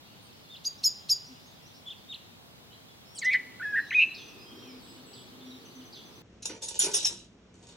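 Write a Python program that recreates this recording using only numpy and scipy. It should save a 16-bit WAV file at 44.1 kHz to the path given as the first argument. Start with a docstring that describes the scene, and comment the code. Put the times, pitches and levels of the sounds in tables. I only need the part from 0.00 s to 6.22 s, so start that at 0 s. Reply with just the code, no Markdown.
"""Bare trees between stone houses. A blackbird gives three sharp two-voiced calls, then a bulbul sings three
fluty, trilled syllables; sparrows chirp and small birds whistle further off, over hiss and distant traffic.
Voices are rotating phasors shaken by smooth noise, with overtones from their powers and products.
Noise impulse responses echo the birds off the walls; air and road are shaped noise, the engine a shaken tone."""
import sys
import numpy as np
from scipy import signal
from scipy.fft import rfft, irfft
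from scipy.io import wavfile
from scipy.ndimage import map_coordinates

SR = 44100
rng = np.random.default_rng(int(sys.argv[2]) if len(sys.argv) > 2 else 0)


def to_wav(sig):
    """Store sig (one row per channel, or 1-D mono) as 16-bit WAV at the path in sys.argv[1].

    Samples outside -1..1 are clipped; the rate is SR.
    """
    pcm = np.clip(np.atleast_2d(sig), -1, 1) * 32767
    pcm = np.round(pcm).astype(np.int16)
    wavfile.write(sys.argv[1], SR, pcm.T)  # frames by channels


N = 274302
T = np.arange(N) / SR


def undb(db):
    """Decibels to amplitude gain."""
    return 10 ** (np.asarray(db) / 20)


def unit(x):
    """Scale to rms 1."""
    return x / np.sqrt(np.mean(x ** 2))


def curves(rows, x):
    """Join each later column of a table by straight lines along its first column."""
    at, *columns = np.transpose(rows)
    return [np.interp(x, at, column) for column in columns]


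def colour(points):
    """Gain at every FFT frequency from (Hz, dB) points, linear in dB over log frequency."""
    hz, db = np.transpose(points)
    bins_hz = np.fft.rfftfreq(N, 1 / SR)
    return undb(np.interp(np.log(bins_hz + 1), np.log(hz), db))


def apply_colour(x, points):
    """Zero-phase filter through (Hz, dB) points."""
    return irfft(rfft(x) * colour(points), N)


def noise(points):
    """Gaussian noise with a spectrum of (Hz, dB) points, rms 1."""
    return unit(apply_colour(rng.standard_normal(N), points))


def wander(points_per_s, size):
    """Smooth random motion with a spread near 1: a spline over random points."""
    at = np.arange(size) * points_per_s / SR
    return map_coordinates(rng.standard_normal(int(at[-1]) + 2), [at], order=2, mode="nearest")


def bell(t_s, spread_s):
    """Gaussian pulse with peak 1."""
    return np.exp(-.5 * (t_s / spread_s) ** 2)


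def span(rows):
    """Sample numbers of a note and a gate that opens in 2 ms and closes in 6 ms."""
    times_s = np.transpose(rows)[0]
    first = max(int(times_s.min() * SR), 0)
    i = np.arange(first, min(int((times_s.max() + .003) * SR), N))
    edge = np.minimum((i - i[0]) / .002, (i[-1] - i) / .006) / SR
    return i, np.sin(np.pi / 2 * np.minimum(edge, 1)) ** 2


def rough_phasor(hz, rasp, rasp_hz=1300, waver=0.0043):
    """One vibrating source as a rotating phasor; waver unsteadies its pitch, rasp its size and phase."""
    size = len(hz)
    phase = 2 * np.pi * np.cumsum(hz * (1 + waver * wander(303.5, size))) / SR
    shake = (wander(rasp_hz, size) + 1j * wander(rasp_hz, size)) / np.sqrt(2)
    return np.exp(1j * phase) * (1 + rasp * shake) / np.sqrt(1 + rasp ** 2)


def add(out, rows, rasp, octave_db):
    """Add a whistled note of (s, Hz, dB) rows; squaring its phasor gives the octave."""
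    i, gate = span(rows)
    hz, db = curves(rows, T[i])
    z = rough_phasor(hz, rasp)
    out[i] += np.sqrt(2) * gate * undb(db) * (z + undb(octave_db) * z ** 2)


def slurs(rows, rasp, edge_db, bend=0., waver=.004):
    """Notes that slide in pitch, swell and fade; bend arches the slide, waver unsteadies it."""
    out = np.zeros(N, complex)
    u = np.linspace(-1, 1)
    for start_s, length_s, start_hz, end_hz, db in rows:
        hz = start_hz + (end_hz - start_hz) * ((u + 1) / 2 + bend * (1 - u ** 2))
        hz = hz * (1 + waver * rng.standard_normal(len(u)))
        add(out, np.transpose([start_s + length_s * (u + 1) / 2, hz, db + edge_db * u ** 2]), rasp, -40)
    return out.real


def yard(x, tail_db, flutter_db, t60_s=1.0, flutter_t60_s=0.32, treble_hz=6500, treble_t60_s=0.3):
    """Direct sound, wall echoes, a quick scatter from the branches and a longer tail between the houses."""
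    # Echoes from the nearest walls. Each row: delay in seconds, level in dB.
    walls = [(0.0134, -12.5), (.021, -20.5), (.039, -22), (.053, -22), (.098, -28)]
    t = T[:SR]
    width = .3

    def decay(t60):
        envelope = np.exp(-np.log(1000) * t / t60) * np.clip(t / 0.01 - .5, 0, 1)
        return unit(envelope) / np.sqrt(SR)

    envelope = np.hypot(undb(tail_db) * decay(t60_s), undb(flutter_db) * decay(flutter_t60_s))
    echoes = rng.standard_normal((2, SR)) * envelope
    for delay_s, db in walls:
        echoes[0, int(delay_s * SR)] += undb(db)
    # air soaks up the treble along the longer paths
    dull = signal.sosfiltfilt(signal.butter(2, treble_hz, fs=SR, output="sos"), echoes)
    mid, side = dull + (echoes - dull) * np.exp(-np.log(1000) * t / treble_t60_s)
    mid[0] += 1  # direct sound
    return np.array([signal.fftconvolve(x, mid + sign * width * side)[:N] for sign in (1, -1)])


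def air(level_db=-56.5):
    """Low town rumble and soft hiss: shaped noise, partly alike in both ears."""
    # Outdoor air spectrum. Each row: frequency in Hz, relative density in dB.
    air_spectrum = [(15, -56), (25, -21), (113, 1), (204, -1), (267, -3), (349, -7.5), (433, -8), (614, -9),
                    (826, -9.5), (1710, -17.5), (2850, -18.5), (4380, -21.5), (6050, -24), (9050, -27.5),
                    (15500, -25)]
    # Likeness of the two ears. Each row: frequency in Hz, side minus mid in dB.
    side_gain = [(30, 2), (60, -7.5), (250, -2), (500, -1), (1500, 2), (4000, 9), (12000, -2)]
    # Slow change of the town's loudness. Each row: time in seconds, gain in dB.
    town_swell = [(0, 0), (3.0, 0), (3.3, 1.5), (4.5, 1), (6.2, 0.5)]
    mid = noise(air_spectrum)
    side = apply_colour(noise(air_spectrum), side_gain)
    return np.array([mid + side, mid - side]) * undb(level_db + curves(town_swell, T)[0])


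def traffic(rumble_gain_db=-1, width=0.16, drone_hz=255.6):
    """A far engine, a randomly shaken tone, drones in swells over a rumble of road noise."""
    # Engine swells. Each row: peak time in seconds, Gaussian spread in seconds, peak level in dB.
    drone_swells = [(1.32, 0.024, -53), (3.45, .04, -58), (4.68, 0.081, -48), (5.013, 0.028, -50.5),
                    (5.498, 0.12, -51), (5.807, .035, -51)]
    # Road rumble. Each row: time in seconds, level in dB ahead of rumble_gain_db.
    rumble = [(0, -77), (3.0, -78), (3.4, -62), (4.45, -56.5), (4.56, -51.5), (4.8, -56), (6.22, -58)]
    swell = sum(undb(db) * bell(T - peak_s, spread_s) for peak_s, spread_s, db in drone_swells)
    drone = np.sqrt(2) * rough_phasor(np.full(N, drone_hz), 0.71, rasp_hz=34.8).real * swell
    road = [(100, -49), (220, -1.0), (370, 1.5), (470, -1), (600, -20.5), (1200, -12.5), (2500, -27.5),
            (6000, -54.5)]
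    mid, side = noise(road), width * noise(road)
    return drone + undb(curves(rumble, T)[0] + rumble_gain_db) * np.array([mid + side, mid - side])


def chatter(count=420, centre_hz=3750, spread=.18, slur=.12, length_s=.04, scatter_db=2, edge_db=-9):
    """Sparrows in the far hedges: many faint slurred chips at random times and pitches blur into a wash."""
    # Level of the wash. Each row: time in seconds, level in dB.
    wash_level = [(0, -64), (1.8, -64.5), (2.5, -73), (3.1, -70.5), (3.6, -66), (4.9, -62.5), (6.22, -66)]
    out = np.zeros(N, complex)
    starts_s = (np.arange(count) + rng.random(count)) / count * (T[-1] - length_s)
    draws = np.clip(rng.standard_normal((count, 4)), -2, 2)
    for start_s, (pitch, rise, fall, size) in zip(starts_s, draws):
        hz, db = centre_hz * np.exp(spread * pitch), scatter_db * size
        chip = [(start_s, hz * np.exp(slur * rise), db + edge_db),
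                (start_s + length_s / 2, hz, db),
                (start_s + length_s, hz * np.exp(slur * fall), db + edge_db)]
        add(out, chip, .9, -40)
    return unit(out.real) * undb(curves(wash_level, T)[0])


def far_whistles():
    """Thin, slightly wavering whistles from further trees: slow pitch slides."""
    # Each row: start in seconds, length in seconds, start pitch in Hz, end pitch in Hz, peak level in dB.
    whistles = [(1.455, .05, 6430, 6350, -64), (3.05, .11, 5240, 5650, -62.5), (3.78, .14, 5000, 5750, -67),
                (3.79, 0.082, 4060, 4050, -57), (3.88, 0.16, 6190, 6170, -61.5),
                (4.08, 0.091, 4030, 3980, -53.5), (4.17, 0.13, 6090, 6100, -59.5),
                (4.23, .18, 2910, 2450, -64), (4.385, 0.1, 5020, 4995, -59.5), (4.46, .2, 3255, 3140, -58),
                (4.82, .16, 8060, 7970, -65), (5.06, .17, 7970, 7920, -60), (5.45, .13, 5700, 5585, -65.5)]
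    return slurs(whistles, rasp=.12, edge_db=-4.5)


def far_chips():
    """Short husky chips from further trees: arched slides, strongly shaken."""
    # Each row: start in seconds, length in seconds, start pitch in Hz, end pitch in Hz, peak level in dB.
    chips = [(.22, .062, 9300, 8850, -68), (.779, .02, 5150, 5700, -54.5),
             (1.261, 0.026, 5480, 5750, -53.5), (1.657, .025, 5500, 6050, -58),
             (1.745, .035, 5100, 5700, -59), (2.705, 0.05, 2900, 3290, -58), (2.722, .035, 3880, 4020, -59),
             (2.885, .04, 3550, 3350, -60), (3.865, 0.055, 3610, 4090, -55), (4.285, .022, 6000, 5300, -57),
             (4.548, .13, 5270, 5700, -63.5), (4.6, .13, 3050, 2204, -65), (4.68, 0.057, 5660, 4900, -56),
             (4.87, .058, 5090, 4970, -62), (5.405, 0.038, 3620, 3525, -57), (5.458, .023, 4220, 3270, -56),
             (5.505, .026, 4045, 3684, -51.5), (5.542, 0.0155, 3610, 3960, -55),
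             (5.802, .024, 3565, 2890, -58)]
    return slurs(chips, rasp=.45, edge_db=-4.5, bend=.15)


def cheeps(rasp=1.0, rise_s=.008, fall_s=.02, length_s=0.076, base_hz=3280, fade_db=-5.5):
    """Far sparrows' hoarse cheeps leap to their top and sink back as they fade."""
    # Each row: time of the top in seconds, top pitch in Hz, level at the top in dB.
    cheep_tops = [(4.151, 5300, -47.5), (5.138, 5230, -52), (5.933, 5000, -49)]
    out = np.zeros(N, complex)
    t = np.linspace(-rise_s, length_s)
    for top_s, top_hz, db in cheep_tops:
        hz = base_hz + (top_hz - base_hz) * np.exp(-abs(t) / np.where(t < 0, rise_s, fall_s))
        add(out, np.transpose([top_s + t, hz, db + fade_db * t / length_s]), rasp, -40)
    return out.real


def pips(first_s=5.652, gap_s=.1, length_s=.022, start_hz=6220, end_hz=5920, first_db=-55, step_db=-.9):
    """A small bird's even run of six falling pips, each fainter than the last."""
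    rows = [(first_s + k * gap_s, length_s, start_hz, end_hz, first_db + k * step_db) for k in range(6)]
    return slurs(rows, rasp=.2, edge_db=-3)


def near_sparrows(rasp=0.14, octave_db=-29):
    """Sparrows on the nearby branches: a held note swells, dips, flicks up and falls away."""
    # Each row: dip time in seconds, held length in seconds, held pitch in Hz, dip pitch in Hz,
    # flick pitch in Hz, rise time of the flick in seconds, level at the flick in dB.
    chirps = [(0.559, .068, 3650, 2610, 4170, 0.0091, -45.5), (1.895, .038, 3550, 3000, 3670, 0.014, -38),
              (2.136, .050, 3840, 2542, 4190, .010, -38)]
    dip_fade_s, chirp_end_hz = .008, 2500
    scoop_hz, scoop_s = 400, 0.00797  # upward slide into the held note
    open_s = .014  # the held note opens this fast, then swells slowly
    levels_db = [-19, -6, -1, -9, 0, -17]  # start, open, held, dip, flick, end; relative to the flick
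    out = np.zeros(N, complex)
    for dip_s, held_s, held_hz, dip_hz, flick_hz, flick_s, db in chirps:
        end_s = 3 * flick_s
        t = np.linspace(-held_s, end_s)
        held = held_hz + (dip_hz - held_hz) * np.exp(-abs(t) / dip_fade_s)
        held -= scoop_hz * np.exp(-(t + held_s) / scoop_s)
        flick = np.interp(t, [0, flick_s, 2 * flick_s, end_s],
                          [dip_hz, flick_hz, (dip_hz + flick_hz) / 2 - 250, chirp_end_hz])
        shape_db = np.interp(t, [-held_s, open_s - held_s, -dip_fade_s, 0, flick_s, end_s], levels_db)
        add(out, np.transpose([dip_s + t, np.where(t < 0, held, flick), db + shape_db]), rasp, octave_db)
    return out.real


def bulbul_squeaks():
    """Squeaks that lead into the bulbul's syllables: short downward slides."""
    # Each row: start in seconds, length in seconds, start pitch in Hz, end pitch in Hz, peak level in dB.
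    squeaks = [(3.149, .027, 6200, 4650, -53), (3.149, .026, 9500, 7650, -51),
               (3.145, .04, 3500, 2900, -55), (3.175, .021, 4850, 3850, -41),
               (3.184, .015, 9200, 5900, -39.5), (3.214, 0.027, 5000, 3860, -45),
               (3.246, 0.019, 6200, 5760, -43), (3.906, 0.0141, 2857, 1705, -31)]
    return slurs(squeaks, rasp=.2, edge_db=-6, bend=.12, waver=.005)


def bulbul_rasps():
    """Chaotic bursts of the syrinx: a pitch shaken so hard that it spreads into a band."""
    # Scratchy rasps around the start of the phrase. Each row: peak time in seconds,
    # Gaussian spread in seconds, centre in Hz, nominal half width in Hz, peak level in dB.
    bursts = [(3.169, 0.012, 8500, 1500, -52), (3.193, 0.0055, 7000, 1800, -40.5),
              (3.256, .006, 5600, 710, -40), (3.251, 0.0042, 8100, 1500, -49),
              (3.295, 0.041, 3600, 540, -49), (3.337, 0.0049, 4200, 1104, -38),
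              (3.356, 0.0041, 3000, 920, -44.5), (3.336, 0.015, 6500, 2200, -58)]
    out = np.zeros(N)
    for peak_s, spread_s, centre_hz, half_width_hz, db in bursts:
        i, gate = span([(peak_s - 3 * spread_s,), (peak_s + 3 * spread_s,)])
        voice = rough_phasor(np.full(len(i), float(centre_hz)), 4.1, rasp_hz=2 * half_width_hz).real
        out[i] += unit(voice) * gate * undb(db) * bell(T[i] - peak_s, spread_s)
    return out


def bulbul(doubling_db=-6, hiss_db=-44, brighten=0.26, full_voice_db=-25, throb_hz=480, tremor_db=1.1):
    """Fluty syllables start hoarse, clear and end in a trill that swings pitch and level together."""
    # One list per syllable. Each row: time in seconds, pitch in Hz, level in dB.
    syllables = [
        [(3.215, 2321, -48.5), (3.227, 2076, -34), (3.237, 1770, -33), (3.249, 1845, -30.5),
         (3.263, 2030, -24.5), (3.301, 2029, -25), (3.311, 2230, -29.5), (3.321, 2286, -28),
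         (3.331, 2262, -24.5), (3.347, 1960, -20), (3.361, 2020, -22), (3.366, 1920, -28.5)],
        [(3.597, 1548, -41), (3.613, 1424, -35.5), (3.633, 1822, -35.5), (3.643, 1800, -35.5),
         (3.653, 1684, -30.5), (3.713, 1687, -33), (3.723, 1651, -39), (3.737, 1653, -27.5), (3.751, 1597, -26),
         (3.763, 1853, -26), (3.793, 1725, -23.5), (3.806, 1775, -30.5)],
        [(3.916, 1725, -34), (3.92, 1726, -34.5), (3.934, 2122, -30.5), (3.944, 2239, -32.5), (3.95, 2500, -20),
         (3.962, 2530, -21.5), (3.99, 2458, -17.5), (4.002, 2590, -22), (4.018, 2587, -18.5),
         (4.024, 2666, -18), (4.038, 2620, -19), (4.044, 2566, -26.5)],
    ]
    # One row per syllable: hoarse length in seconds, hoarse roughness (0-1), trill start in seconds,
    # trill rate in Hz, greatest trill depth in Hz.
    delivery = [(.04, .25, 3.290, 219, 140), (.04, 0.2, 3.755, 113, 135), (.032, 0.63, 3.990, 165.4, 175)]
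    # Throat and beak. Each row: frequency in Hz, gain on the overtones in dB.
    throat = [(3000, -35), (5200, -42), (6500, -51.5), (8500, -58), (10800, -46), (12500, -54.5),
              (16000, -58)]
    clear_roughness, change_s = 0.069, 0.0062  # clear voice; time taken to clear
    out = np.zeros(N)
    hiss = noise([(1000, -24.5), (2000, -0.5), (4000, 8), (6000, -17.5), (8000, -20), (11000, -7), (15000, -23)])
    for rows, (hoarse_s, hoarse, trill_s, trill_hz, trill_depth_hz) in zip(syllables, delivery):
        i, gate = span(rows)
        hz, db = curves(rows, T[i])
        roughness = np.interp(T[i] - T[i[0]], [hoarse_s - change_s, hoarse_s], [hoarse, clear_roughness])
        # the trill opens out and closes again by the end of the syllable
        progress = np.interp(T[i], [trill_s, T[i[-1]]], [0, 1])
        depth_hz = trill_depth_hz * np.sin(np.pi * progress) ** .5
        swing = 2 * np.pi * np.cumsum(trill_hz * (1 + 0.026 * wander(60, len(i)))) / SR
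        z = rough_phasor(hz + depth_hz * np.sin(swing), 0.82 * roughness, rasp_hz=864)
        phase = np.unwrap(np.angle(z))
        overtones = sum(undb(curves(throat, k * hz)[0]) * np.cos(k * phase) for k in range(2, 8))
        # overtones swell less than the fundamental
        overtones = overtones * undb(brighten * (full_voice_db - db))
        # where the voice is rough its period doubles: a line halfway to the octave
        doubled = undb(doubling_db) * roughness * np.cos(3 / 2 * phase)
        # loudest as the pitch rises through its centre
        throb = (1 + depth_hz / throb_hz * np.cos(swing)) * undb(tremor_db * wander(150, len(i)))
        voice = np.sqrt(2) * (z.real + overtones + doubled) + undb(hiss_db) * hiss[i]
        out[i] += gate * undb(db) * throb * voice
    return out


def blackbird_voices(rasp=0.034):
    """The two sides of the syrinx as complex tones, and the envelope of the scrape that starts each call."""
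    # Each row: crest time in seconds, length after it in seconds, crest pitch in Hz, settled pitch in Hz,
    # upper voice pitch in Hz, crest level in dB, peak level in dB, upper voice level in dB.
    calls = [(.654, .028, 4870, 4860, 6640, -37, -26, -35),
             (.845, 0.037, 5590, 5020, 6770, -24, -19.5, -29),
             (1.101, 0.0343, 5570, 4880, 6720, -24.5, -19, -31.5)]
    # lower voice: shoots up to its crest, then sags and droops while it swells and fades
    upsweep_s, upsweep_hz_per_s, sag_s, droop_hz_per_s = .009, 200000, 0.01286, 3430
    attack_db, swell_s, fade_db = -9, 0.018, -6.5
    # upper voice: splits off before the crest, climbs, wobbles and lingers
    split_s, linger_s, climb_hz, climb_s = .003, .002, 850, .0045
    wobble_rate_hz, wobble_depth_hz = 51, 95
    scrape_lead_s, scrape_spread_s = 0.0059, .0045
    low, high, onset = np.zeros(N, complex), np.zeros(N, complex), np.zeros(N)
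    for crest_s, length_s, crest_hz, settled_hz, upper_hz, crest_db, peak_db, upper_db in calls:
        t = np.linspace(-upsweep_s, length_s)
        sag = settled_hz + (crest_hz - settled_hz) * np.exp(-(t / sag_s) ** 2) - droop_hz_per_s * t
        hz = np.where(t < 0, crest_hz + upsweep_hz_per_s * t, sag)
        db = np.interp(t, [-upsweep_s, 0, swell_s, length_s],
                       [crest_db + attack_db, crest_db, peak_db, peak_db + fade_db])
        add(low, np.transpose([crest_s + t, hz, db]), rasp, -45)
        t = np.linspace(-split_s, length_s + linger_s)
        hz = upper_hz - climb_hz * np.exp(-t / climb_s)
        hz -= wobble_depth_hz * np.cos(2 * np.pi * wobble_rate_hz * t)
        add(high, np.transpose([crest_s + t, hz, np.full_like(t, upper_db)]), rasp, -45)
        onset += undb(peak_db) * bell(T - crest_s + scrape_lead_s, scrape_spread_s)
    return low, high, onset


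def blackbird(sum_db=10, low_octave_db=-6, high_octave_db=2, triple_db=-1, cross_db=14,
              scrape_db=-21, hiss_db=-29):
    """Both sides of the syrinx sound at once and modulate each other; each call starts with a scrape."""
    # Open beak. Each row: frequency in Hz, gain on the overtones in dB.
    beak = [(7000, -6), (8300, 7), (9700, -6.5), (11000, 2), (12000, -3), (13300, -6), (15000, -3)]
    low, high, onset = blackbird_voices()
    # the coupled membranes add a sum tone, octaves and third-order tones
    mixed = undb(sum_db) * low * high
    mixed += undb(low_octave_db) * low ** 2 + undb(high_octave_db) * high ** 2
    mixed += undb(triple_db) * low ** 3 + undb(cross_db) * high ** 2 * low.conj()
    overtones = apply_colour(mixed.real, beak)
    turbulence = noise([(1800, -34), (2600, -6), (4200, 4.5), (6500, 1), (8500, -8.0), (12000, -11), (16000, -26)])
    breath = turbulence * (undb(scrape_db) * onset + undb(hiss_db) * abs(low))
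    return (low + high).real + overtones + breath


def scene():
    """Near birds are almost dry; the further ones carry more of the yard."""
    background = air() + traffic()
    far_birds = far_whistles() + far_chips() + cheeps() + pips() + chatter()
    far = yard(far_birds, tail_db=-5.0, flutter_db=-4)
    far += yard(near_sparrows(), tail_db=-12.5, flutter_db=-25)
    phrase = bulbul_squeaks() + bulbul_rasps() + bulbul()
    near = yard(phrase, tail_db=-21, flutter_db=-24.0)
    near += yard(blackbird(), tail_db=-20.5, flutter_db=-17.5)
    return background + far + near


def record(dry, top_hz=15800):
    """A steep elliptic low-pass cuts the top."""
    return signal.sosfilt(signal.ellip(10, .2, 80, top_hz, fs=SR, output="sos"), dry)


dry = scene()
out = record(dry)
to_wav(out)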